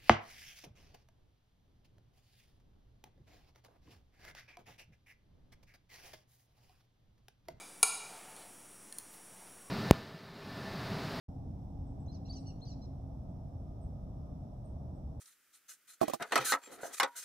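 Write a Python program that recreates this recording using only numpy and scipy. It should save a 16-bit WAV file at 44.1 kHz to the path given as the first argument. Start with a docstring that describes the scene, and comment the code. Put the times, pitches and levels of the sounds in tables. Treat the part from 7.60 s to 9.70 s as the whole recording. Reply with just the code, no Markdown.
"""An earlier clink is dying away in a hard-walled kitchen, over appliance hum, a thin whine and
microphone hiss that last throughout. At 0.23 s a knife strikes a cut-glass cake plate: the contact
cracks, the plate rings in its modes and the walls reverberate. The blade drags over the glass in tiny
slips and ticks at 0.76 s. More ticks come near 1.3-1.4 s, then weaker dragging and faint brushes."""
import sys
import numpy as np
from scipy import signal
from scipy.fft import rfft, irfft
from scipy.io import wavfile
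from scipy.ndimage import uniform_filter1d

SR = 44100
rng = np.random.default_rng(int(sys.argv[2]) if len(sys.argv) > 2 else 0)


def master(y):
    """Save y as 16-bit WAV."""
    cut = np.clip(np.atleast_2d(y).T, -1, 1)
    pcm = np.round(cut * 32767)  # scale
    wavfile.write(sys.argv[1], SR, pcm.astype(np.int16))


N = 92610
LEAD = 13230  # samples sounded before time zero


def amp(db):
    return 10 ** (np.asarray(db) / 20)


def unit_rms(x):
    return x / np.sqrt(np.mean(x ** 2) + 1e-20)


def over_frequency(points, hz):
    f, value = np.transpose(points)
    return np.interp(np.log(hz + 1), np.log(f + 1), value)


def over_time(points):
    s, value = np.transpose(points)
    return np.interp(np.arange(N) / SR, s, value)


def add(mix, at, sound):
    part = mix[at:][:len(sound)]
    part += sound[:len(part)]


def coloured(x, spectrum):
    """Spectral shaping by a curve in dB, scaled to unit RMS."""
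    gain = amp(over_frequency(spectrum, np.fft.rfftfreq(len(x), 1 / SR)))
    return unit_rms(irfft(rfft(x) * gain, len(x)))


def resonate(x, hz, width):
    """Forced response of a damped resonator with unit peak gain."""
    phasor = np.exp(2j * np.pi * hz * np.arange(len(x)) / SR)
    pole = np.exp(-np.pi * width / SR)
    return 2 * (phasor * signal.lfilter([1 - pole], [1, -pole], x / phasor)).real


def ring(modes, t):
    """Free vibration after a blow: damped modes, neighbours in opposite phase."""
    return sum((-1) ** k * amp(db - 60 * t / t60) * np.sin(2 * np.pi * hz * t)
               for k, (hz, db, t60) in enumerate(modes))


def clinks(rise_s=0.0001, crack_t60_s=0.007, low_cut_hz=270):
    """Impact excitation: each knife contact gives a broadband crack and rings the plate's modes."""
    # plate modes: f/Hz, and for each (level/dB, T60/s)
    mode_hz = [430, 755, 930, 1120, 1330, 1405, 1800, 2300, 2405, 2830, 3470, 3900, 4300, 4720, 4910, 5250,
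               6215, 6500, 6612, 6765, 7150, 7900, 8300, 8580, 8875, 9085, 9460, 9585, 10025, 10300, 10550,
               11350, 11900, 12840, 14830]
    mode_decays = [(-30.5, 0.094), (-25, 0.027), (-20, 0.039), (-21.5, 0.023), (-22.5, 0.048),
                   (-26.5, 0.071), (-31.5, 0.033), (-17.5, 0.12), (-16.5, 0.046), (-25, 0.029),
                   (-16.5, 0.017), (-16, 0.018), (-22.5, 0.027), (-18.5, 0.031), (-10, 0.014),
                   (-17.5, 0.0095), (-14.5, 0.019), (-16.5, 0.051), (-21, 0.054), (-18, 0.048),
                   (-17.5, 0.019), (-10, 0.012), (-19, 0.03), (-14, 0.038), (-12.5, 0.038), (-9.5, 0.016),
                   (-11, 0.016), (-12.5, 0.056), (-7.5, 0.027), (-16, 0.03), (-18, .015), (-22.5, 0.022),
                   (-25, .018), (-21, 0.023), (-25.5, .025)]
    # contacts: t/s, and for each (ring level/dB, crack level/dB)
    onsets = [-.2, .2288, .2295, .2316]
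    contacts = [(-12.5, -24), (-7.5, -20), (-22, -17), (-19, -16)]
    # crack spectrum: f/Hz, relative level/dB
    crack_spectrum = [(400, -14), (950, 5.5), (1950, -27), (4700, 11), (5800, -21.5), (9800, 3),
                      (11000, -6.5), (16000, -38)]
    out, t = np.zeros(N + LEAD), np.arange(SR // 2) / SR
    plate = ring([(hz, *mode) for hz, mode in zip(mode_hz, mode_decays)], t)
    rise = np.minimum(t / rise_s, 1)
    for s, (ring_db, crack_db) in zip(onsets, contacts):
        noise = coloured(rng.standard_normal(len(t)), crack_spectrum)
        crack = noise * amp(crack_db - 60 * t / crack_t60_s)
        add(out, LEAD + round(s * SR), (amp(ring_db) * plate + crack) * rise)
    return signal.sosfilt(signal.butter(4, low_cut_hz, "high", fs=SR, output="sos"), out)


def reverberation(x, build_up_s=0.0047):
    """Diffuse reflection: wall echoes of random sign, each band decaying at its own rate."""
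    # reverberation time of the kitchen: f/Hz, T60/s
    decay_times = [(300, 0.83), (1000, 0.92), (3000, 0.95), (6500, 0.8), (10000, .52), (15000, 0.34)]
    echoes, slots = np.zeros(SR), np.arange(0, SR - 10, 10)
    echoes[slots + rng.integers(0, 10, len(slots))] = rng.choice([-1., 1.], len(slots))
    hz, t, bands = signal.stft(echoes, SR, nperseg=256)
    decay = amp(-60 * t / over_frequency(decay_times, hz)[:, None])
    tail = signal.istft(bands * decay, SR, nperseg=256)[1]
    tail *= np.minimum(np.arange(len(tail)) / SR / build_up_s, 1)
    return signal.fftconvolve(x, tail / np.linalg.norm(tail))[:len(x)]


def hum_and_whine(whine_hz=5645.5):
    """Line spectra: random phase drift broadens each hum line; the whine is a pure tone."""
    # appliance hum: f/Hz, level/dB, linewidth/Hz
    hum_lines = [(60, -87, 3), (120, -77, 5), (181, -77, 6), (191, -74, 3), (240, -78, 7), (300, -76, 10)]
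    # whine envelope: t/s, level/dB
    whine_levels = [(.0, -73), (.8, -72), (1.1, -71.5), (2.1, -70)]
    hum, t = np.zeros(N), np.arange(N) / SR
    for hz, db, width in hum_lines:
        drift = np.cumsum(rng.standard_normal(N)) * np.sqrt(2 * np.pi * width / SR)
        hum += amp(db) * np.sin(2 * np.pi * hz * t + drift)
    whine = amp(over_time(whine_levels)) * np.sin(2 * np.pi * whine_hz * t)
    return np.sqrt(2) * (hum + whine)


def noise_floor(tilt, base_db=-54.5, top_hz=15800, patch_db=.7, swell_db=.25):
    """Amplitude-modulated noise: the level wavers slightly, in spectral patches and as a whole."""
    # microphone hiss and appliance noise: f/Hz, relative level/dB
    spectrum = [(30, -64), (90, -9.5), (250, -0.5), (700, -5), (1200, -6), (2500, -11), (4200, -16.5),
                (5560, -13), (7000, -9.5), (9990, -1), (11500, -12.5), (13000, -18), (15600, -16)]
    frames, hz = N // 256 + 5, np.fft.rfftfreq(1024, 1 / SR)
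    real, imag, patches = rng.standard_normal((frames, 513, 3)).T
    patches = unit_rms(uniform_filter1d(uniform_filter1d(patches, 10, 0), 10, 1))
    swell = unit_rms(uniform_filter1d(rng.standard_normal(frames), 12))
    band_db = over_frequency(spectrum, hz)
    gain = amp(band_db - band_db.max()) * (hz < top_hz)
    bands = (real + 1j * imag) * (gain * amp(over_frequency(tilt, hz)))[:, None]
    bands *= amp(patch_db * patches + swell_db * swell)
    return amp(base_db) * signal.istft(bands, nperseg=1024, noverlap=768)[1][:N] / np.linalg.norm(gain)


def drag(slips_per_s=7000, spread_db=2.5, hiss_db=3):
    """Stick-slip friction: dense, uneven slips of the blade hiss and drive the damped plate."""
    # drag envelope: t/s, level/dB
    envelope = [(0, -59.5), (.12, -69.5), (.3, -72.5), (.42, -64.5), (.54, -60), (.66, -61), (.74, -63.5),
                (.82, -62), (.88, -66), (.95, -79), (1.45, -80), (1.56, -68.5), (1.66, -74.5), (1.82, -67),
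                (2.1, -75.5)]
    # damped plate resonances: f/Hz, bandwidth/Hz, relative level/dB
    resonances = [(740, 92, 6.5), (883.5, 9.2, 2.5), (1220, 54, -11), (2194, 280, -5.5), (3010, 28, -9),
                  (3960, 51, -10.5), (4360, 160, -7), (4600, 38, -4.5)]
    # friction hiss: f/Hz, relative level/dB
    hiss_spectrum = [(240, -22), (400, -1), (3060, -10.5), (3740, -12), (4350, -45), (5310, -20.5),
                     (8800, -8), (15500, -29)]
    strength = amp(spread_db * np.minimum(rng.exponential(1, N), 4))
    slips = strength * (rng.random(N) < slips_per_s / SR) * rng.choice([-1., 1.], N)
    plate = sum(amp(db) * unit_rms(resonate(slips, hz, width)) for hz, width, db in resonances)
    hiss = amp(hiss_db) * coloured(slips, hiss_spectrum)
    return amp(over_time(envelope)) * (unit_rms(plate) + hiss)


def brushes():
    """Light sliding friction: hand and blade make soft puffs of noise, each in one band."""
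    # brushes: t/s, and for each (duration/s, f/Hz, bandwidth/Hz, level/dB)
    onsets = [.75, 1.335, 1.5, 1.53, 1.57, 2.0, 2.02]
    strokes = [(.13, 4200, 450, -67), (0.026, 9000, 1800, -57), (0.083, 12500, 5100, -62),
               (0.019, 4100, 600, -68), (0.044, 710, 190, -66.5), (0.037, 13500, 5000, -70),
               (0.081, 1110, 53, -62)]
    out = np.zeros(N)
    for s, (length, hz, width, db) in zip(onsets, strokes):
        band = resonate(resonate(rng.standard_normal(6000), hz, width), hz, width)
        puff = unit_rms(band[500:500 + round(length * SR)])
        add(out, round(s * SR), amp(db) * puff * np.sqrt(np.hanning(len(puff))))
    return out


def ticks(pivot_hz=9400, rise_s=0.00072, grit_db=-30, grit_t60_s=0.049):
    """Heavily damped vibration: the blade tip rings briefly with gritty noise, some ticks brighter."""
    # ticks: t/s, and for each (level/dB, tilt about the pivot/(dB per octave))
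    onsets = [.7645, 1.3250, 1.3845, 1.3856, 1.399]
    taps = [(-38, 2), (-30, 2.5), (-27, 17), (-23.5, 8), (-41, 2)]
    # blade-tip modes: f/Hz, relative level/dB, T60/s
    tip_modes = [(1784, -20, 0.07), (3250, -9, 0.0068), (4250, -11, 0.017), (5100, -13, 0.0066),
                 (6720, 1, 0.0027), (9370, 0, 0.0089), (10280, -10, 0.0081), (12300, -20, 0.0073),
                 (14000, -16, 0.0056), (15300, -21, 0.0054)]
    out, t = np.zeros(N + LEAD), np.arange(2000) / SR
    rise = np.minimum(t / rise_s, 1)
    for s, (db, tilt) in zip(onsets, taps):
        modes = [(hz, mode_db + tilt * np.log2(hz / pivot_hz), t60) for hz, mode_db, t60 in tip_modes]
        grit = amp(grit_db - 60 * t / grit_t60_s) * rng.standard_normal(len(t))
        add(out, LEAD + round(s * SR), amp(db) * (ring(modes, t) + grit) * rise)
    return out


def scene(room_db=-7, tick_send_db=-4):
    """Superposition: only the impacts reverberate, and only the noise floor has stereo width."""
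    # left-right difference of the noise floor: f/Hz, relative level/dB
    side_tilt = [(60, -10), (240, -19.5), (950, -26.5), (3770, -34.5), (15000, -55)]
    clink, tick = clinks(), ticks()
    echo = amp(room_db) * reverberation(clink + amp(tick_send_db) * tick)
    impacts = (clink + tick + echo)[LEAD:]
    mid = impacts + drag() + brushes() + hum_and_whine() + noise_floor(tilt=[(20, 0), (20000, 0)])
    side = noise_floor(side_tilt)
    return np.array([mid + side, mid - side])


def record(dry, cutoff_hz=16600, offset=-.0005):
    """Band limiting by a low-pass filter, then a small steady offset."""
    low_pass = signal.firwin(511, cutoff_hz, window=("kaiser", 9), fs=SR)
    return signal.oaconvolve(dry, low_pass[None], "same") + offset


dry = scene()
out = record(dry)
master(out)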